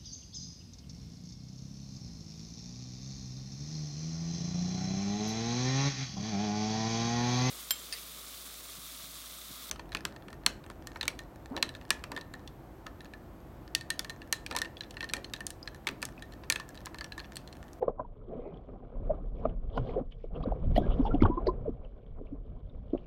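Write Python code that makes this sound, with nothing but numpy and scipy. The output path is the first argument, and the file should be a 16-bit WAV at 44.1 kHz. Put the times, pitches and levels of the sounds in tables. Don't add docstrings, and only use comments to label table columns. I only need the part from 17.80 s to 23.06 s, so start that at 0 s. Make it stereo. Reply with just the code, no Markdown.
import sys
import numpy as np
from scipy import signal
from scipy.io import wavfile
from scipy.ndimage import uniform_filter1d

SR = 44100
rng = np.random.default_rng(int(sys.argv[2]) if len(sys.argv) > 2 else 0)


def file_out(sig):
    cols = np.atleast_2d(sig).T
    lim = np.clip(cols, -1, 1)
    pcm = np.round(lim * 32767).astype(np.int16)
    wavfile.write(sys.argv[1], SR, pcm)


N = 232186
TIME = np.arange(N) / SR

# (time near the peak [s], pitch [Hz], peak level [dB], decay time [ms],
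# lag of the right port [ms])
BUBBLES = [(0.0275, 480, -13.5, 2.3, 0.43), (0.028, 840, -18, 2.6, 0.42), (0.082, 550, -12, 1.6, 0.5),
           (0.082, 1061.0, -26.0, 2.6, 0.67), (0.197, 600.0, -27, 2.2, 0.45), (0.198, 1000, -23, 5.0, 0.66),
           (0.25, 950, -35.5, 5.0, 0.4), (0.597, 470, -34, 5, 0.3), (1.297, 610.0, -22.0, 3.0, 0.3),
           (1.305, 610, -17.5, 7, 0.3), (1.337, 534.0, -30.0, 1.5, 0.5), (1.655, 632.0, -15.0, 2.6, -0.33),
           (1.655, 1201.0, -22.0, 2.0, 0.27), (1.977, 265.0, -21.5, 5.4, -1.5),
           (1.978, 1018.0, -24.5, 2.6, -0.21), (1.978, 1417.0, -34.0, 3.3, -0.07),
           (1.979, 659.0, -19.5, 2.6, 0.86), (2.008, 122.0, -26.5, 22.0, 2.0),
           (2.166, 440, -20.5, 3.3, 0.17), (2.184, 520, -23.5, 5, 0.23), (2.212, 254.0, -30.5, 5.4, -0.18),
           (2.443, 493.0, -29.5, 1.5, 0.32), (2.639, 1150, -27.0, 2.5, 0.34), (2.659, 500, -28, 5, 0.1),
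           (2.676, 249.0, -24.5, 4.2, -0.32), (2.7225, 700, -22, 1.4, 0.16),
           (2.965, 619.0, -17.5, 1.5, 0.11), (2.965, 1933.0, -28.5, 2.4, 0.17),
           (2.98, 271.0, -18, 3.6, -0.51), (2.981, 701.0, -14.5, 3.3, 0.23), (3.015, 370, -23.5, 3.5, 0.2),
           (3.036, 1590, -48.0, 14.0, 0.1), (3.199, 255.0, -17.5, 8, 0.22), (3.253, 815, -24.5, 2.6, 0.0),
           (3.263, 855.0, -29.5, 10, -0.01), (3.278, 870, -23.5, 3.6, 0.38), (3.313, 1350, -35, 8, 0.18),
           (3.345, 710, -31, 10, -0.08), (3.345, 282.0, -17.5, 6, 0.1), (3.4075, 2150, -35, 2.2, 0.1),
           (3.4235, 271.0, -11.5, 4.0, 0.11), (3.424, 1252.0, -25.0, 1.5, -0.05),
           (3.435, 319.0, -9.5, 1.5, 1.38), (3.435, 950, -25, 2, 0.1), (3.44, 90.0, -19, 16.0, 2.0),
           (3.453, 900, -15.5, 1.0, -0.16), (3.454, 1400, -28, 2.5, -0.1), (3.456, 1110, -20.5, 4, -0.16),
           (3.461, 401.0, -17.5, 2.6, 0.38), (3.501, 313.0, -22.0, 5.5, 0.21),
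           (3.515, 976.0, -34, 20, -0.02), (3.576, 347.0, -26.5, 7.0, -0.01),
           (3.578, 1025, -27.0, 6, -0.08), (3.67, 454.0, -20.0, 3.3, 0.02),
           (3.674, 607.0, -18.0, 5.4, -0.53), (3.682, 362.0, -21.0, 9.0, -0.04),
           (3.69, 1010, -25.5, 7.0, -0.06), (3.862, 590, -28, 6, 0.38), (3.881, 450, -23.5, 6, 0.59),
           (3.8935, 270, -21, 1.8, -0.75), (4.414, 362.0, -31.5, 1.5, 0.11),
           (4.528, 276.0, -32.5, 7.0, -0.13), (5.1355, 345, -19.5, 2.4, -0.04),
           (5.136, 620.0, -23.5, 2.6, -0.64), (5.15, 350, -23.5, 2.8, 0.0), (5.1505, 560, -25, 1.8, -0.1)]
# (time [s], peak level of the ringing part [dB], ring frequency [Hz])
TICKS = [(0.026, -47, 1610), (0.741, -54.5, 3100), (0.7712, -54, 3330), (1.6527, -49, 2510),
         (1.694, -55, 2970), (1.8985, -53, 3300), (1.975, -33.5, 3200), (2.0912, -44.5, 2210),
         (2.321, -44, 3200), (2.627, -47, 3190), (2.96, -31, 3000), (2.9758, -29.5, 3446),
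         (3.345, -41, 3050), (3.4198, -34, 2298), (3.433, -33.5, 3137), (3.462, -41, 3060),
         (3.669, -36.5, 1900), (4.046, -50.5, 2850), (4.2626, -58, 3240), (4.468, -56, 2760),
         (4.8957, -54.5, 3570), (5.176, -49, 2980)]


def from_db(db):
    return 10 ** (np.asarray(db) / 20)


def rms_one(x):
    return x / np.sqrt(np.mean(x ** 2) + 1e-20)


def in_time(points):
    s, value = np.transpose(points)
    return np.interp(TIME, s, value)


def at_hz(points, hz):
    f, value = np.transpose(points)
    return np.interp(np.log(hz), np.log(f), value)


def drift(rate_hz):
    step = 40
    pole = np.exp(-2 * np.pi * rate_hz * step / SR)
    kicks = rng.standard_normal(N // step + 2002)
    slow = signal.lfilter([1], [1, -2 * pole, pole * pole], kicks)[2000:]
    return np.interp(np.arange(N) / step, np.arange(len(slow)), rms_one(slow))


def butter(x, hz, kind, order=2):
    sos = signal.butter(order, np.clip(hz, 8, .45 * SR), kind, fs=SR, output="sos")
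    return signal.sosfilt(sos, x + 1e-18)


def resonate(x, hz, width_hz):
    r = np.exp(-np.pi * width_hz / SR)
    zeros = np.array([1, 0, -1]) * (1 - r * r) / 2
    poles = [1, -2 * r * np.cos(2 * np.pi * hz / SR), r * r]
    return signal.lfilter(zeros, poles, x + 1e-18)


def grains(per_s, spread_db):
    size_db = spread_db * np.minimum(rng.exponential(1, (2, N)), 4)
    kicks = from_db(size_db) * rng.choice([-1, 1], (2, N))
    return rms_one(kicks * (rng.random((2, N)) < per_s / SR))


def coloured(drives, spectrum, low_hz, count, patchy_db, patchy_rate):
    # (frequency [Hz], correlation [-1 to 1])
    likeness = [(30, 0.35), (90, -0.36), (220, 0.63), (450, -0.16), (750, -0.014), (1400, 0.16),
                (3000, -0.026)]
    out = 0
    for k in range(count):
        hz = low_hz * 2 ** (k / 3)
        edges_hz = hz * 2 ** (np.array([-1, 1]) / 6)
        mid, side = butter(drives[k % len(drives)], edges_hz, "band")
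        alike = np.clip(at_hz(likeness, hz), -1, 1)
        gain = from_db(at_hz(spectrum, hz) + patchy_db * drift(patchy_rate))
        both_ports = np.sqrt(1 + alike) * mid + np.sqrt(1 - alike) * side * [[1], [-1]]
        out = out + gain * both_ports
    return rms_one(out)


def ports(pair, lag=4):
    return np.array([pair[0], .85 * np.roll(pair[0], lag) + .5 * pair[1]])


def add_bubble(out, s, hz, db, swell_ms, decay_ms, lag_ms, wobble=0.027, rise_per_cycle=0.0024):
    tail_db, tail_cycles = -33, 24
    tail_ms = 1000 * tail_cycles / max(hz, 500)
    reach_s = np.array([-swell_ms, max(decay_ms, tail_ms)]) / 100
    first, last = np.clip((SR * (s + reach_s)).astype(int), 0, N)
    if last - first < 2:
        return
    t = TIME[first:last] - s
    blip, tail = (np.exp(-np.logaddexp(-t * 1000 / swell_ms, t * 1000 / fall_ms))
                  for fall_ms in (decay_ms, tail_ms))
    envelope = blip + from_db(tail_db) * tail
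    waver = wobble * np.sin(2 * np.pi * (t * hz / 10 + rng.random()))
    pitch = hz * np.exp(rise_per_cycle * 10 * np.tanh(t * hz / 10) + waver)
    tone = np.sin(2 * np.pi * (np.cumsum(pitch) / SR + rng.random()))
    ring = from_db(db) * envelope / envelope.max() * tone
    for port, sign in enumerate((1, -1)):
        out[port, first:last] += np.interp(t + sign * lag_ms / 2000, t, ring, left=0, right=0)


def wakes(events, attack_s, release_s):
    power = np.zeros(N)
    for s, db in events:
        near = slice(max(int(s * SR) - SR // 10, 0), int(s * SR) + SR // 4)
        t = TIME[near] - s
        shape = np.exp(-np.maximum(-t / attack_s, t / release_s))
        power[near] += (from_db(db) * shape) ** 2
    return power


def disturbed(curve, power):
    return 10 * np.log10(from_db(in_time(curve)) ** 2 + power)


def wake_strengths():
    return [(s, db + 30 * np.log10(min(hz / 600, 1))) for s, hz, db, *rest in BUBBLES]


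def stir_level():
    # (time [s], slosh level before trim and case [dB])
    stirring = [(0.0, -51), (0.37, -52), (0.52, -41), (0.68, -40), (0.73, -44.5), (1.11, -48), (1.35, -38),
                (1.49, -51.5), (1.63, -39), (1.81, -51.5), (2.09, -36), (2.21, -38.5), (2.28, -59),
                (2.49, -60), (2.56, -40), (2.66, -32), (2.75, -44), (2.94, -40.5), (3.01, -30.5),
                (3.15, -35), (3.45, -36.5), (3.8, -44.5), (4.23, -52.5), (5.26, -52)]
    wake_db = -19.5
    stirs = [(s, db + wake_db) for s, db in wake_strengths()]
    return disturbed(stirring, wakes(stirs, attack_s=.003, release_s=.02))


def froth_level():
    # (time [s], fizz level before trim and case [dB])
    froth = [(0.0, -96.5), (0.63, -79.5), (1.53, -84.5), (1.59, -71.5), (1.79, -88), (2.11, -61),
             (2.24, -89), (2.44, -69.5), (2.5, -86), (2.57, -72), (2.73, -76.5), (3.11, -63.5), (3.64, -80),
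             (4.64, -83.5), (5.26, -73.5)]
    bubble_db, tick_db = -71.5, -17
    shakes = [(s, db + bubble_db) for s, db in wake_strengths()]
    shakes += [(s, db + tick_db) for s, db, hz in TICKS]
    return disturbed(froth, wakes(shakes, attack_s=0.0067, release_s=0.0043))


def case(x):
    # (centre [Hz], width [Hz], gain [dB])
    modes = [(249, 51, 7), (313.5, 86, -6.5), (437, 20, 3), (886, 220, -12), (1200, 440, 1.5),
             (1910, 1000, -6.5), (2244, 32, 9), (2660, 350, -6), (2820, 110, 1.5)]
    for hz, width_hz, db in modes:
        half = np.pi * width_hz / SR
        root = from_db(db / 2)
        turn = -2 * np.cos(2 * np.pi * hz / SR)
        zeros = [1 + half * root, turn, 1 - half * root]
        poles = [1 + half / root, turn, 1 - half / root]
        x = signal.lfilter(zeros, poles, x)
    return x


def hiss(level_db=-99):
    return from_db(level_db) * rng.standard_normal((2, N))


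def rumble(trim_db=-6.5):
    # (time [s], rumble level before trim [dB])
    flow = [(0.0, -39.5), (0.52, -36), (0.75, -40.5), (1.12, -38), (1.2, -26), (1.51, -29), (2.02, -26),
            (2.4, -37), (2.56, -26), (2.72, -25), (2.92, -18), (3.3, -23), (3.44, -14), (3.54, -29),
            (3.68, -23), (4.22, -38.5), (4.41, -33), (5.2, -34), (5.26, -37.5)]
    # (frequency [Hz], relative level [dB per Hz])
    spectrum = [(16, -4), (34, 0.5), (55, -10.5), (110, -14.5), (170, -21), (260, -33)]
    eddies = rng.standard_normal((2, 2, N))
    noise = coloured(eddies, spectrum, 20, count=12, patchy_db=2.5, patchy_rate=6)
    running_power = uniform_filter1d(np.mean(noise ** 2, axis=0), size=SR // 6)
    steady = noise / np.sqrt(running_power)
    return from_db(in_time(flow) + trim_db + 2 * drift(24)) * steady


def slosh(level_db, trim_db=-1.0):
    # (frequency [Hz], relative level [dB per Hz])
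    spectrum = [(70, -15.5), (120, 1.5), (220, -4), (460, 2), (680, -1), (900, -4.5), (1170, -15.5),
                (1650, -28.5), (2250, -31), (3200, -43.5)]
    gulps = from_db(3 * drift(20))
    drives = [gulps * grains(260, 3) for k in range(6)]
    water = coloured(drives, spectrum, 72, count=18, patchy_db=2.0, patchy_rate=14)
    return from_db(level_db + trim_db) * butter(water, 3600, "low", order=6)


def churn(level_db, count=480, over_db=-1.0, centre_hz=520, spread_octaves=.6, cycles=1.6):
    out = np.zeros((2, N))
    starts = rng.integers(0, N, count)
    for at, (size, strength, place) in zip(starts, rng.standard_normal((count, 3))):
        octaves = spread_octaves * size
        hz = centre_hz * 2 ** octaves
        muffle_db = 7 * max(octaves, 0)
        db = level_db[at] + over_db + 2 * min(strength, 1) - muffle_db
        add_bubble(out, at / SR, hz, db, 400 / hz, 1000 * cycles / hz, .5 * place)
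    return out


def trickle(count=150, top_db=-51.0, fall_db_per_octave=8.0, cycles=9):
    out = np.zeros((2, N))
    for when, size, strength, place in rng.random((count, 4)):
        octaves = 3.2 * size
        hz = 420 * 2 ** octaves
        db = top_db - fall_db_per_octave * octaves - 10 * strength
        add_bubble(out, when * N / SR, hz, db, 400 / hz, 1000 * cycles / hz, place - .5)
    return out


def fizz(level_db, trim_db=5.0):
    # (frequency [Hz], relative level [dB per Hz])
    spectrum = [(1200, -5.5), (1800, -4.5), (2300, 0), (3100, 0.5), (3900, -17), (4800, -19.5),
                (6000, -32.5)]
    drives = [from_db(3 * drift(30)) * grains(450, 3.5) for k in range(8)]
    prickle = coloured(drives, spectrum, 1250, count=8, patchy_db=2, patchy_rate=10)
    return from_db(level_db + trim_db) * prickle


def ticks(decay_s=0.0022, width_hz=620, after_db=-17, after_s=0.015, body_db=-5.0, crack_db=-12.5):
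    out = np.zeros((2, N))
    t = TIME[:SR // 20]
    decay = np.exp(-t / decay_s) + from_db(after_db) * np.exp(-t / after_s)
    envelope = decay * np.tanh(2 * t / decay_s)
    hardest_db = max(db for s, db, hz in TICKS)
    for s, db, hz in TICKS:
        softness_db = db - hardest_db
        kick = ports(rng.standard_normal((2, len(t)))) * envelope
        muffled = butter(kick, max(6300 + 130 * softness_db, 4200), "low", order=12)
        ring = resonate(resonate(muffled, hz, width_hz), hz, width_hz)
        body = butter(muffled, 1300, "high")
        crack = butter(kick, 7300, "high", order=4)
        parts = ((ring, 0), (body, body_db), (crack, crack_db + 3 * softness_db))
        tick = sum(from_db(db + part_db) * part / np.abs(part).max() for part, part_db in parts)
        at = round(s * SR)
        out[:, at:at + len(t)] += tick[:, :N - at]
    return out


def spurts(width_share=0.24):
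    # (middle time [s], pitch [Hz], rms level at the middle [dB], Gaussian half-length [s])
    streams = [(0.66, 2230, -69, 0.048), (1.955, 3330, -60, 0.021), (1.972, 4570, -59, 0.015),
               (2.09, 4250, -67, 0.029), (2.561, 2950, -56.5, 0.0071), (2.64, 4130, -47, 0.0028),
               (2.967, 4570, -41.5, 0.0062), (3.12, 3150, -51, 0.0155), (3.257, 5000, -60, 0.017),
               (3.271, 3170, -48, 0.0096), (3.423, 4600, -39, 0.001), (3.673, 4540, -39, 0.0037),
               (3.685, 4460, -55, 0.012)]
    stream = ports(grains(2900, 1.8))
    out = np.zeros((2, N))
    for s, hz, db, length in streams:
        edges_hz = hz * (1 + width_share * np.array([-.5, .5]))
        band = rms_one(butter(stream, edges_hz, "band", order=3))
        out += from_db(db) * np.exp(-.5 * ((TIME - s) / length) ** 2) * band
    return out


def gushes(per_s=900, spread_octaves=0.63, cycles=2.3):
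    # (middle time [s], middle pitch [Hz], plop level before muffling [dB], spread in time [s])
    pockets = [(0.028, 708, -32.5, 0.012), (0.09, 784, -35.5, 0.015), (0.204, 926, -34.5, 0.013),
               (0.52, 470, -44.5, 0.024), (0.665, 560, -43, .018), (1.975, 675, -34.5, .013),
               (2.094, 592, -37.5, .006), (2.17, 495, -35, .016), (3.017, 556, -34, .005),
               (3.345, 720, -38, 0.013), (3.447, 1160, -27.5, 0.015), (3.678, 595, -33, 0.0085)]
    out = np.zeros((2, N))
    for s, hz, db, length in pockets:
        for late, size, strength in rng.standard_normal((int(per_s * 2 * length), 3)):
            pitch = hz * 2 ** (spread_octaves * np.tanh(size))
            plop_db = db + strength - 2 * abs(late)
            add_bubble(out, s + length * late, pitch, plop_db, 400 / pitch, 1000 * cycles / pitch, .4)
    return butter(out, 1300, "low", order=6)


def bubbles(count=9, shed_db=-17.0, shed_s=.011, lead_s=0.00395, spread_octaves=0.45, shed_cycles=2.3,
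            muffle_hz=1150, swell_share=0.39):
    out = np.zeros((2, N))
    for s, hz, db, decay_ms, lag_ms in BUBBLES:
        add_bubble(out, s, hz, db, swell_share * decay_ms, decay_ms, lag_ms)
        for late, size, strength in rng.standard_normal((count, 3)):
            pitch = hz * 2 ** (spread_octaves * np.clip(size, -1, 1))
            muffle_db = 10 * np.log10(1 + (pitch / muffle_hz) ** 8)
            small_db = db + shed_db + 2 * strength - 4 * abs(late) - muffle_db
            start = s - lead_s + shed_s * abs(late)
            add_bubble(out, start, pitch, small_db, 400 / pitch, 1000 * shed_cycles / pitch, lag_ms)
    return out


def scene():
    stir_db = stir_level()
    through_case = slosh(stir_db) + churn(stir_db) + trickle() + fizz(froth_level())
    water = rumble() + case(through_case)
    return bubbles() + gushes() + spurts() + ticks() + water + hiss()


def record(dry):
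    return signal.sosfilt(signal.cheby2(12, 70, 15500, fs=SR, output="sos"), dry)


dry = scene()
out = record(dry)
file_out(out)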